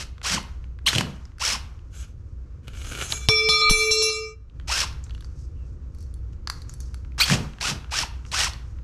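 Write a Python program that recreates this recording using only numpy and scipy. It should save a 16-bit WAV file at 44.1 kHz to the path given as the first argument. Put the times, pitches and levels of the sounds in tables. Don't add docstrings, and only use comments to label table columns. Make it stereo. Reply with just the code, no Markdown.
import sys
import numpy as np
from scipy import signal
from scipy.fft import rfft, irfft, next_fast_len
from scipy.io import wavfile
from scipy.ndimage import uniform_filter1d

SR = 44100
rng = np.random.default_rng(int(sys.argv[2]) if len(sys.argv) > 2 else 0)


def store_wav(level_fs):
    pcm = np.round(np.clip(np.atleast_2d(level_fs), -1, 1) * 32767)
    wavfile.write(sys.argv[1], SR, pcm.T.astype(np.int16))


N = 389403


# [t/s, level/dB]
RUMBLE_LEVEL = [
    [(0.0, -39), (.67, -37), (1.3, -41), (1.75, -38), (3.15, -34.5), (3.85, -43), (4.39, -44.5),
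     (4.535, -42), (4.555, -35), (7.3, -34), (7.55, -39.5), (7.9, -36), (8.83, -34)],
]
# [f/Hz, level/dB per Hz]
RUMBLE_SPECTRUM = [(12, -37.5), (20, -8.5), (48, -10.5), (65, -3), (87, -9), (144, -17.5), (172, -27.5),
                   (236, -29.5), (352, -33), (440, -40), (476, -35.5), (524, -39.5), (900, -63.5),
                   (1170, -91.5), (1980, -120)]
# [f/Hz, level/dB per Hz]
AIR_SPECTRUM = [(410, -38), (700, -5.5), (1260, 0), (1330, -1), (1450, -3), (2030, -10.5), (2370, -10),
                (3350, -16.5), (6430, -15), (10300, -31.5), (15000, -34.5)]
# [f/Hz, t60/s]
ROOM_T60 = [(100, 0.69), (1000, 0.46), (4000, 0.37), (8000, 0.19), (14000, 0.45)]
# [f/Hz, level/dB]
EAR_TILT = [(60, 3), (180, 1.5), (550, -2.5), (1650, -4.5), (4970, -3), (15000, 11)]
# [loudest t/s, level/dB, swells 20 dB in t/s, fades 20 dB in t/s]
RUSTLES = [(2.006, -55, .1, .1), (2.294, -76, .15, .25), (5.04, -57, .01, .03), (5.15, -68, .2, .15),
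           (5.246, -59, .02, .04), (5.416, -58.5, .14, .11), (5.69, -69, .15, .2), (6.018, -61.5, .11, .16),
           (6.332, -62, .015, .015), (6.52, -56, .02, .15), (6.692, -52, .015, .09), (6.804, -56, .01, .25),
           (8.288, -52, .06, .05), (8.68, -68, .08, .15)]
# [t/s, level/dB, ring f/Hz, bright edge level/dB, woody body level/dB]
CLICKS = [(0.181, -37, 3350, -27, -4), (0.216, -33.5, 2660, -31, 1), (0.4294, -43.5, 5450, 5, -12),
          (0.6419, -34, 2230, -30, -14), (0.789, -43, 2640, -32, 1.5), (1.2535, -31.5, 5330, -37, -16.5),
          (1.319, -47, 2670, -28, -4), (1.3839, -33.5, 5160, -13.5, -7), (1.792, -40, 2590, -28, -17),
          (4.4983, -39, 2960, -51, -27), (4.5989, -35, 2650, -44, -3), (4.6124, -44, 2760, -20, -10),
          (4.6776, -31, 3940, -32, -26), (4.9284, -29, 5220, -18, -13.5), (5.0404, -25, 7180, -27, -38),
          (5.0654, -41.5, 3950, -24, -7.5), (5.0956, -32, 3930, -30, -12.5), (5.1079, -26, 3040, -28, -21),
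          (5.149, -28, 3060, -21, -17), (5.1791, -41, 3690, -18, -6), (5.208, -30, 3700, -11, -19),
          (5.2244, -39, 4610, -17, -8), (5.2455, -27, 4750, -21.5, -18), (5.9479, -44, 4410, -4, -13),
          (5.9858, -38.5, 4520, -6, -20.5), (6.007, -45, 4500, 0.5, -18.5), (6.0267, -40, 4440, -4, -23.5),
          (6.0644, -49, 4440, -12, -12), (6.1404, -39.5, 3800, 0, -29), (6.332, -44.5, 2730, -22, -12.5),
          (6.4736, -8.5, 4620, -27, -17), (6.4994, -8, 4520, -12.5, -12.5), (6.619, -27, 4470, -12, -22),
          (6.695, -21, 6500, -16, -20), (6.7387, -30, 4700, 0, -17), (6.804, -22.5, 6450, -6.5, -27),
          (6.9438, -24.5, 4420, -11.5, -14), (7.0485, -36.5, 2290, -25, -9),
          (7.1204, -39, 2230, -24.5, -15.5), (7.1478, -64, 2720, 3.5, 9), (7.1808, -21, 4210, -14, -8),
          (7.5353, -32, 2500, -36, -7), (7.5854, -30.5, 2670, -29, -7), (7.6113, -9, 4300, -32, -14.5),
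          (7.8449, -30, 2570, -33, -10), (7.8958, -41, 3710, -27, -4), (8.2516, -30.5, 2480, -31, -12),
          (8.2641, -33.5, 5950, -32, -11), (8.317, -16, 3930, -15, -30), (8.4442, -6.5, 5800, -15, -25.5),
          (8.5344, -19.5, 4475, -23, -21.5), (8.7869, -43.5, 2240, -24, -9)]
# [f/Hz, level/dB, t60/s]
SCREW_MODES = [(3680, -11, 0.047), (4430, -14, .2), (4460, -7, .15), (6120, -5, 0.055), (7400, -7, .06),
               (10200, -9.5, .08)]
# [t/s, rasp level/dB, fine hiss level/dB]
SCRAPES = [
    [(1.9, -83, -81), (1.945, -50, -57), (2.004, -49, -51.5), (2.042, -44, -64), (2.07, -66, -73),
     (2.12, -76.5, -78.5)],
    [(2.63, -64, -79), (2.672, -56, -76), (2.678, -45, -77), (2.72, -55, -70), (2.76, -41, -57),
     (2.91, -42, -48), (2.924, -31, -47), (2.94, -39, -49), (2.952, -30, -48), (2.975, -38, -46),
     (3.022, -28, -40), (3.076, -45, -43.5), (3.128, -37, -34), (3.14, -43, -41), (3.19, -50, -48),
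     (3.26, -51.5, -55)],
]
# [f/Hz, width f/Hz, level/dB]
RASP_BANDS = [(1420, 300, 3.5), (2300, 300, 1), (2830, 170, 0), (300, 470, -0.5)]
# [f/Hz, level/dB per Hz]
HISS_SPECTRUM = [(1940, -26.5), (3300, -6.5), (3920, -8.5), (5440, -10.5), (6790, -0.5), (8980, -11.5),
                 (10800, -9), (13200, -13.5), (15000, -36)]
# [t/s, crack level/dB, thud level/dB, thud f/Hz, thud t60/s]
BOUNCES = [(3.103, -25, -32, 120, 0.11), (3.123, -7, -30, 122, 0.089), (3.287, 1.5, -5.5, 108, 0.04),
           (3.489, -8.5, -24, 158, 0.063), (3.613, -22.5, -40, 100, 0.093), (3.696, -9, -10.5, 24, 0.23),
           (3.71, -10.5, -8, 177, 0.023), (3.909, -18, -21, 60, 0.038), (4.021, -17, -46, 90, .08),
           (4.098, -24, -40.5, 90, .08)]
# [f/Hz, level/dB]
PIPE_MODES = [(436.0, -31), (1222, -31), (1270, -42), (2326, -27), (2724, -42), (3472, -34), (4027, -34),
              (4296, -37), (5190, -41), (5480, -35), (6040, -40), (6218, -51), (6395, -51), (6616, -50),
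              (6697, -47), (7144, -49), (7424, -45), (7752, -51), (8457, -56), (8839, -56), (9205, -65),
              (9415, -52), (9631, -53), (10347, -50), (10664, -59), (11063, -61), (11590, -67),
              (12748, -59), (13657, -66), (14137, -75)]
# [t/s, beats of the lowest mode/per s as the pipe turns over,
# their phase at the landing/rad, pace of the beating above it/ratio, then level/dB of each family in turn]
LANDINGS = [(3.123, 5.1, .1, 1.01, -60, -61, -46, -65, -48, -51, -50, -47, -61),
            (3.287, 5.5, -.2, 1.03, -29, -38, -21, -47, -26, -34, -20, -39, -41),
            (3.489, 4.1, 1.1, .85, -32, -29, -23, -45, -23, -23, -23, -35, -40),
            (3.613, 2.1, 1.9, .7, -32, -22, -20, -46, -33, -22, -35, -45, -54),
            (3.696, 2.1, 2.6, .97, -28, -36, -21, -41, -32, -27, -28, -27, -28),
            (3.909, 2.1, -3.1, 1.1, -25, -42, -33, -36, -37, -24, -23, -27, -38),
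            (4.021, 6.1, -1.4, .8, -31, -41, -31, -34, -40, -29, -26, -30, -35)]
# [top f/Hz, decay/dB per s,
# extra decay when rolling/dB per s, beats/per s, twin share/ratio, twin phase at the landing/rad]
FAMILIES = [(600, 5, 40, 0, .45, 0), (1500, 5, 12, 4.1, .3, -2.1), (2500, 22, 35, 14, .45, 2.1),
            (3000, 5, 100, 9.1, .4, -2.1), (3800, 60, 90, 8.1, .35, .3), (4800, 35, 130, 13, .5, -1.5),
            (5800, 60, 50, 9.1, .55, .3), (8000, 45, 60, 8.1, .55, -.5), (16000, 90, 90, 8.1, .55, -.5)]
# [t/s, depth/0-1]
CHATTER = [
    [(3.29, .03), (3.69, .03), (3.7, .3), (3.73, .04), (3.9, .06), (4.02, .12), (4.1, .22), (4.22, .18),
     (4.5, .05)],
]
# [start t/s, end t/s, from f/Hz, to f/Hz, level/dB]
SQUEALS = [(0.863, 0.88, 2745, 3245, -12.5), (.864, .875, 4030, 4120, -14), (.865, .876, 1080, 1050, -23.5),
           (.878, 0.882, 1870, 2270, -13.5), (0.88, 0.895, 2890, 4130, -13),
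           (7.199, 7.213, 1102, 1700, -20.5), (7.2, 7.228, 4090, 4790, -11),
           (7.209, 7.229, 2300, 2530, -12.5), (7.228, 7.249, 4500, 4490, -17),
           (5.55, 5.68, 2900, 2600, -68), (7.229, 7.243, 2900, 3380, -15.5)]
# [t/s, steel level/dB, ring f/Hz, thud level/dB]
BLOWS = [(0.931, -11.5, 1380, -28), (0.951, -11.5, 2970, -22.5), (0.959, -11, 2980, -15.5),
         (0.983, -5.5, 3110, -17.5), (1.009, -11, 1096, -22), (7.299, -9, 1490, -22),
         (7.31, -11, 1660, -14), (7.321, -9, 2510, -14), (7.334, -13, 2610, -14)]
# [squeezed t/s, let go t/s, tooth rate it climbs towards f/Hz, motor level/dB,
# whine level/dB, housing rattle level/dB, batten jolt level/dB, jolt lasts t/s]
PULLS = [(-.15, .005, 2000, -31, -60, -36, -40, .02), (.228, .342, 2250, -21, -25, -27, -27, .01),
         (.858, .882, 1900, -15, -45, -30, -38, .01), (.885, .99, 1800, -26, -45, -38, -28, .07),
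         (1.394, 1.52, 2050, -21.5, -25, -20, -41, .03), (4.672, 4.817, 1750, -21.5, -24, -21, -42, .03),
         (7.18, 7.212, 1800, -15, -55, -28, -46, .01), (7.23, 7.335, 1800, -21, -55, -34, -25, .07),
         (7.602, 7.692, 1850, -21.5, -26, -29, -31, .05), (7.907, 8.003, 2100, -21.5, -25, -23, -42, .03),
         (8.313, 8.44, 2100, -19.5, -24, -24, -44, .02)]
# [f/Hz, level/dB per Hz]
MOTOR_SPECTRUM = [(180, -58.5), (300, -19.5), (509, -13.5), (1110, -7), (1220, -5.5), (1420, -4.5),
                  (2250, -5.5), (2610, -2), (3570, -5), (5130, -3), (7500, -10.5), (11900, -24.5),
                  (15500, -39.5)]
# [f/Hz, width f/Hz, level/dB]
HOUSING_BANDS = [(2600, 600, -1.5), (5300, 450, -3.5)]

AIR_DB, AIR_FOLLOWS = -65.5, .9
MID_LINGER_DB, MID_LINGER_S = -28, .06
TREBLE_LINGER_DB, TREBLE_LINGER_S = -32, .035
CONTACT_S = .005
ROLLS_S = 4.1
FADE_FROM_S, FADE_DB_PER_S2, FADE_MOST_DB = 4.29, 5000, 44
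SPIN_UP_S, BRAKE_HZ_PER_S = .04, 29000
MOTOR_SLOPE, RATTLE_SLOPE = .85, 1.3
COAST_S, MOTOR_FALL_DB_PER_S, RATTLE_FALL_DB_PER_S = .008, 420, 480
JOLT_RISE_DB_PER_S, JOLT_FALL_DB_PER_S = 300, 190
LIGHT_LOAD_DB, BRAKING_DB = -11.5, -1.5
WHINE_SLOPE, WHINE_KNEE_HZ = 4.5, 1000
CUTOFF_HZ = 15700


def amp(db):
    return 10 ** (np.asarray(db) / 20)


def unit(x):
    return x / np.sqrt(np.mean(x ** 2) + 1e-20)


def noise():
    return rng.standard_normal(N)


def in_time(tables, rest=-120, hold=False):
    t = np.arange(N) / SR
    out = np.full((len(tables[0][0]) - 1, N), float(rest))
    for rows in tables:
        s, *columns = np.transpose(rows)
        on = (t >= s[0]) & (hold | (t <= s[-1]))
        out[:, on] = [np.interp(t[on], s, column) for column in columns]
    return out


def on_samples(coarse):
    t = np.arange(N) / SR
    return [np.interp(t, np.arange(len(row)) / 1000, row) for row in coarse]


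def at_hz(points, hz):
    table = np.array(points)
    return np.interp(np.log(hz), np.log(table[:, 0]), table[:, 1])


def shaped(x, spectrum, share=1):
    size = next_fast_len(N)
    hz = np.maximum(np.fft.rfftfreq(size, 1 / SR), 1)
    return irfft(rfft(x, size) * amp(share * at_hz(spectrum, hz)), size)[..., :N]


def coloured(x, spectrum):
    return unit(shaped(x, spectrum))


def drift(rate_hz):
    r = np.exp(-2 * np.pi * rate_hz / SR)
    warm_up = SR // 4
    wander = signal.lfilter([1], [1, -2 * r, r * r], rng.standard_normal(N + warm_up))
    return unit(wander[warm_up:])


def ring(strikes, hz, t60):
    r, w = amp(-60 / (t60 * SR)), 2 * np.pi * hz / SR
    return signal.lfilter([0, np.sin(w)], [1, -2 * r * np.cos(w), r * r], strikes + 1e-18)


def resonance(x, hz, width_hz):
    r = np.exp(-np.pi * width_hz / SR)
    zeros = np.array([1, 0, -1]) * (1 - r * r) / 2
    return signal.lfilter(zeros, [1, -2 * r * np.cos(2 * np.pi * hz / SR), r * r], x)


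def knock(hz, t60, width_hz):
    t = np.arange(round(.1 * SR)) / SR
    burst = 0.39 * rng.standard_normal(len(t))
    burst[0] = 2.98
    dying = burst * amp(-60 * t / t60) + 1e-18
    x = resonance(resonance(dying, hz, width_hz), hz, 2 * width_hz)
    return x / np.max(np.abs(x))


def thud(hz, t60):
    t = np.arange(round(.3 * SR)) / SR
    return np.sin(2 * np.pi * hz * t) * amp(-60 * t / t60)


def add(out, s, piece):
    i = round(s * SR)
    out[i:i + len(piece)] += piece[:N - i]


def lingering(x, below_db, seconds):
    r = np.exp(-1 / (seconds * SR))
    return amp(below_db) * np.sqrt(signal.lfilter([1 - r], [1, -r], x ** 2 + 1e-18))


def background(work):
    rumble_db, = in_time(RUMBLE_LEVEL, hold=True)
    mid, side, air_mid, air_side = rng.standard_normal((4, N))
    opposite = [[1], [-1]]
    hum = np.sin(2 * np.pi * 59.3 * np.arange(N) / SR) * amp(1.5 * drift(4.5))
    rumble = coloured(mid, RUMBLE_SPECTRUM) + amp(0.5) * hum
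    rumble = rumble + amp(-32.5) * coloured(side, RUMBLE_SPECTRUM) * opposite
    air = coloured(air_mid, AIR_SPECTRUM) + amp(-6.5) * coloured(air_side, AIR_SPECTRUM) * opposite
    air_level = amp(AIR_DB + AIR_FOLLOWS * (rumble_db - rumble_db.max()))
    air_level = air_level + lingering(work, MID_LINGER_DB, MID_LINGER_S)
    return amp(rumble_db - 0.5) * rumble + air_level * amp(0.88 * drift(8)) * air


def basement(x, width_db=-3):
    t = np.arange(round(.8 * SR)) / SR
    tail = amp(9) * np.diff(rng.standard_normal((2, len(t) + 1))) * amp(-60 * t / 0.059)
    for hz in 60 * 2 ** np.arange(0, 8.3, .5):
        mid, side = rng.standard_normal((2, len(t)))
        band = signal.butter(2, [hz / 2 ** .25, hz * 2 ** .25], "band", fs=SR, output="sos")
        late = signal.sosfilt(band, mid + amp(width_db) * side * [[1], [-1]])
        late = late * amp(-60 * t / at_hz(ROOM_T60, hz))
        tail = tail + late * np.clip(t / 0.018, 0, 1)
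    response = tail / np.sqrt(np.sum(tail[0] ** 2))
    return signal.fftconvolve(x[None], response, axes=1)[:, :N]


def rustle(work):
    t = np.arange(0, N / SR + .001, .001)
    swells = np.zeros(len(t))
    for s, db, swell_s, fade_s in RUSTLES:
        below_peak = 20 * np.where(t < s, (s - t) / swell_s, (t - s) / fade_s)
        swells += amp(db - below_peak)
    level, = on_samples([swells])
    band = unit(resonance(resonance(noise(), 5400, 2500), 5600, 4000))
    return (level + lingering(work, TREBLE_LINGER_DB, TREBLE_LINGER_S)) * amp(2.5 * drift(25)) * band


def clicks():
    out, strikes = np.zeros(N), np.zeros(N)
    for s, db, hz, bright_db, body_db in CLICKS:
        plastic = amp(-6.5) * knock(hz, 0.014, 900)
        edge = amp(bright_db + 1) * knock(9000, 0.014, 3900)
        body = amp(body_db + 5.5) * knock(1200, 0.017, 1100)
        add(out, s, amp(db) * (plastic + edge + body))
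        strikes[round(s * SR)] = amp(db + .6 * bright_db - 16)
    return out + sum(amp(db) * ring(strikes, hz, t60) for hz, db, t60 in SCREW_MODES)


def scrape():
    grain_db = 2.5 * np.minimum(rng.exponential(1, (2, N)), 4)
    grains = amp(grain_db) * rng.standard_normal((2, N))
    grains_per_s = np.array([[2500], [9000]])
    coarse, fine = grains * (rng.random((2, N)) < grains_per_s / SR)
    rasp_db, hiss_db = in_time(SCRAPES)
    rasp = unit(sum(amp(db) * resonance(coarse, hz, width_hz) for hz, width_hz, db in RASP_BANDS))
    hiss = coloured(fine, HISS_SPECTRUM) * amp(hiss_db + 0.83 * drift(40))
    modes, until = np.zeros(N), round(3.5 * SR)
    for hz, db in PIPE_MODES:
        if hz > 2000:
            modes[:until] += amp(0.11 * (db + 40)) * ring(hiss[:until], hz, 0.089)
    return amp(rasp_db - 1.0 + 2.5 * drift(40)) * rasp + amp(-3) * hiss + amp(-34.5) * modes


def over_contact(x):
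    return uniform_filter1d(x, size=round(CONTACT_S * SR), origin=round(CONTACT_S * SR / 2) - 1)


def pipe_ringing():
    ringing = np.zeros(N)
    on = slice(round(3.12 * SR), round(4.55 * SR))
    t = (np.arange(N) / SR)[on]
    at, low_beats, low_start, pace, *family_db = np.transpose(LANDINGS)
    top_hz, decay, rolling_decay, *_ = np.transpose(FAMILIES)
    last = np.maximum(np.searchsorted(at, t) - 1, 0)
    since = t - at[last]
    families = np.zeros((len(FAMILIES), len(t)))
    power = np.zeros_like(families)
    for hz, db in PIPE_MODES:
        k = np.searchsorted(top_hz, hz)
        beats, share, start = FAMILIES[k][3:]
        luck_db, slip = rng.normal(0, 3.5, len(at)), rng.normal(0, .3, len(at))
        sway_db = np.interp(t, np.linspace(t[0], t[-1], 40), rng.normal(0, 4.5, 40))
        height = over_contact(amp(db + luck_db[last] * (k > 5) + sway_db * (k > 4)))
        phase = 2 * np.pi * hz * t + rng.uniform(0, 2 * np.pi)
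        if k == 0:
            ahead = low_start[last] + 2 * np.pi * low_beats[last] * since
        else:
            ahead = start + 2 * np.pi * beats * (pace + slip * (k > 4))[last] * since
        in_step = over_contact(1 + share * np.cos(ahead)) * np.sin(phase)
        out_of_step = over_contact(share * np.sin(ahead)) * np.cos(phase)
        families[k] += height * (in_step + out_of_step)
        power[k] += height ** 2 / 2
    families[5:] *= 1 + (in_time(CHATTER, rest=0)[0] * drift(350))[on]
    fade_db = np.minimum(FADE_DB_PER_S2 * np.maximum(t - FADE_FROM_S, 0) ** 2, FADE_MOST_DB)
    level_db = np.array(family_db)[:, last] - np.outer(decay, since) - fade_db
    level_db -= np.outer(rolling_decay, np.maximum(t - ROLLS_S, 0))
    ringing[on] = np.sum(over_contact(amp(level_db)) * families / np.sqrt(power), axis=0)
    return ringing


def pipe_hits():
    out = np.zeros(N)
    for s, db, thud_db, thud_hz, thud_t60 in BOUNCES:
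        crack = amp(2.5) * knock(3200, 0.012, 2500)
        crack = crack + amp(-10) * knock(7000, .012, 5500) + amp(-16) * knock(850, 0.064, 650)
        add(out, s, amp(db) * crack)
        add(out, s, amp(thud_db) * thud(thud_hz, thud_t60))
    return out


def screws():
    out = np.zeros(N)
    for start, end, from_hz, to_hz, db in SQUEALS:
        count = round((end - start) * SR)
        wobble = 1 + 0.38 * uniform_filter1d(rng.standard_normal(count), size=60)
        phase = 2 * np.pi * np.cumsum(np.linspace(from_hz, to_hz, count) * wobble) / SR
        squeal = np.sin(phase) + amp(-18) * np.sin(2 * phase) + amp(-15.5) * np.sin(3 * phase)
        add(out, start, amp(db) * squeal * np.hanning(count) ** 0.12)
    for s, db, hz, thud_db in BLOWS:
        steel = amp(2.0) * knock(hz, .02, 1100) + amp(-3) * knock(4000, .02, 4600)
        low = knock(110, 0.058, 70) + amp(-7.5) * knock(500, 0.07, 400)
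        add(out, s, amp(db) * steel + amp(thud_db) * low)
    return out


def trigger(t):
    tooth_hz, levels = np.zeros(len(t)), np.full((4, len(t)), -120.)
    for start, end, top_hz, motor_db, whine_db, rattle_db, jolt_db, jolt_s in PULLS:
        spun_hz = top_hz * (1 - np.exp(-(np.clip(t, start, end) - start) / SPIN_UP_S))
        spun_db = 20 * np.log10(spun_hz / top_hz + 1e-6)
        after = np.maximum(t - end - COAST_S, 0)
        hz = np.maximum(spun_hz - BRAKE_HZ_PER_S * np.maximum(t - end, 0), 0)
        tooth_hz[t >= start] = hz[t >= start]
        radiated_db = WHINE_SLOPE * 20 * np.log10(np.minimum(hz / WHINE_KNEE_HZ, 1) + 1e-6)
        load_db = LIGHT_LOAD_DB * (hz / top_hz) ** 2 + BRAKING_DB * (t > end)
        jolt_rise_db = JOLT_RISE_DB_PER_S * np.maximum(end - t, 0)
        jolt_fall_db = JOLT_FALL_DB_PER_S * np.maximum(t - end - jolt_s, 0)
        levels = np.maximum(levels, [
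            motor_db + MOTOR_SLOPE * spun_db - MOTOR_FALL_DB_PER_S * after,
            whine_db + radiated_db + load_db,
            rattle_db + RATTLE_SLOPE * spun_db - RATTLE_FALL_DB_PER_S * after,
            jolt_db - jolt_rise_db - jolt_fall_db])
    return tooth_hz, *levels


def driver():
    pulls = trigger(np.arange(0, N / SR + .001, .001))
    tooth_hz, motor_db, whine_db, rattle_db, shake_db = on_samples(pulls)
    throb = amp(1.9 * drift(90))
    brushes = coloured(noise(), MOTOR_SPECTRUM) * throb * amp(0.67 * drift(400))
    phase = 2 * np.pi * np.cumsum(tooth_hz * (1 + .024 * drift(150))) / SR
    overtones = np.sin(2 * phase) + amp(-1.5) * np.sin(3 * phase)
    whine = np.sin(phase)
    for hz, width_hz, db in HOUSING_BANDS:
        whine = whine + amp(db) * resonance(overtones, hz, width_hz)
    rattle = unit(resonance(noise(), 5350, 500)) * throb * amp(3.7 * drift(90))
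    shake = unit(resonance(resonance(noise(), 135, 110), 135, 170))
    shake = shake + amp(-10) * unit(resonance(noise(), 450, 350))
    motor = amp(motor_db - 1.0) * unit(brushes) + amp(whine_db + 3.5 * drift(70)) * whine
    return motor + amp(rattle_db - 6.5) * rattle + amp(shake_db - 3.0) * shake


def scene():
    hits, ringing = pipe_hits(), pipe_ringing()
    work = driver() + screws() + clicks() + scrape()
    work = work + rustle(work)
    direct = np.array([shaped(work, EAR_TILT, share=.5), shaped(work, EAR_TILT, share=0.17)])
    direct[0] = signal.lfilter([.45, .55], [1], direct[0])
    falling = (hits + amp(.8) * ringing) * amp([[.4], [-.4]])
    wet = amp(-7.5) * basement(work + amp(-4) * ringing + amp(-12.5) * hits)
    return direct + falling + wet + background(work + hits)


def record(dry):
    rounded = 0.91 * np.tanh(dry)
    soft = signal.sosfilt(signal.butter(2, 13000, fs=SR, output="sos"), rounded)
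    return signal.sosfilt(signal.cheby2(12, 60, CUTOFF_HZ, fs=SR, output="sos"), soft)


dry = scene()
out = record(dry)
store_wav(out)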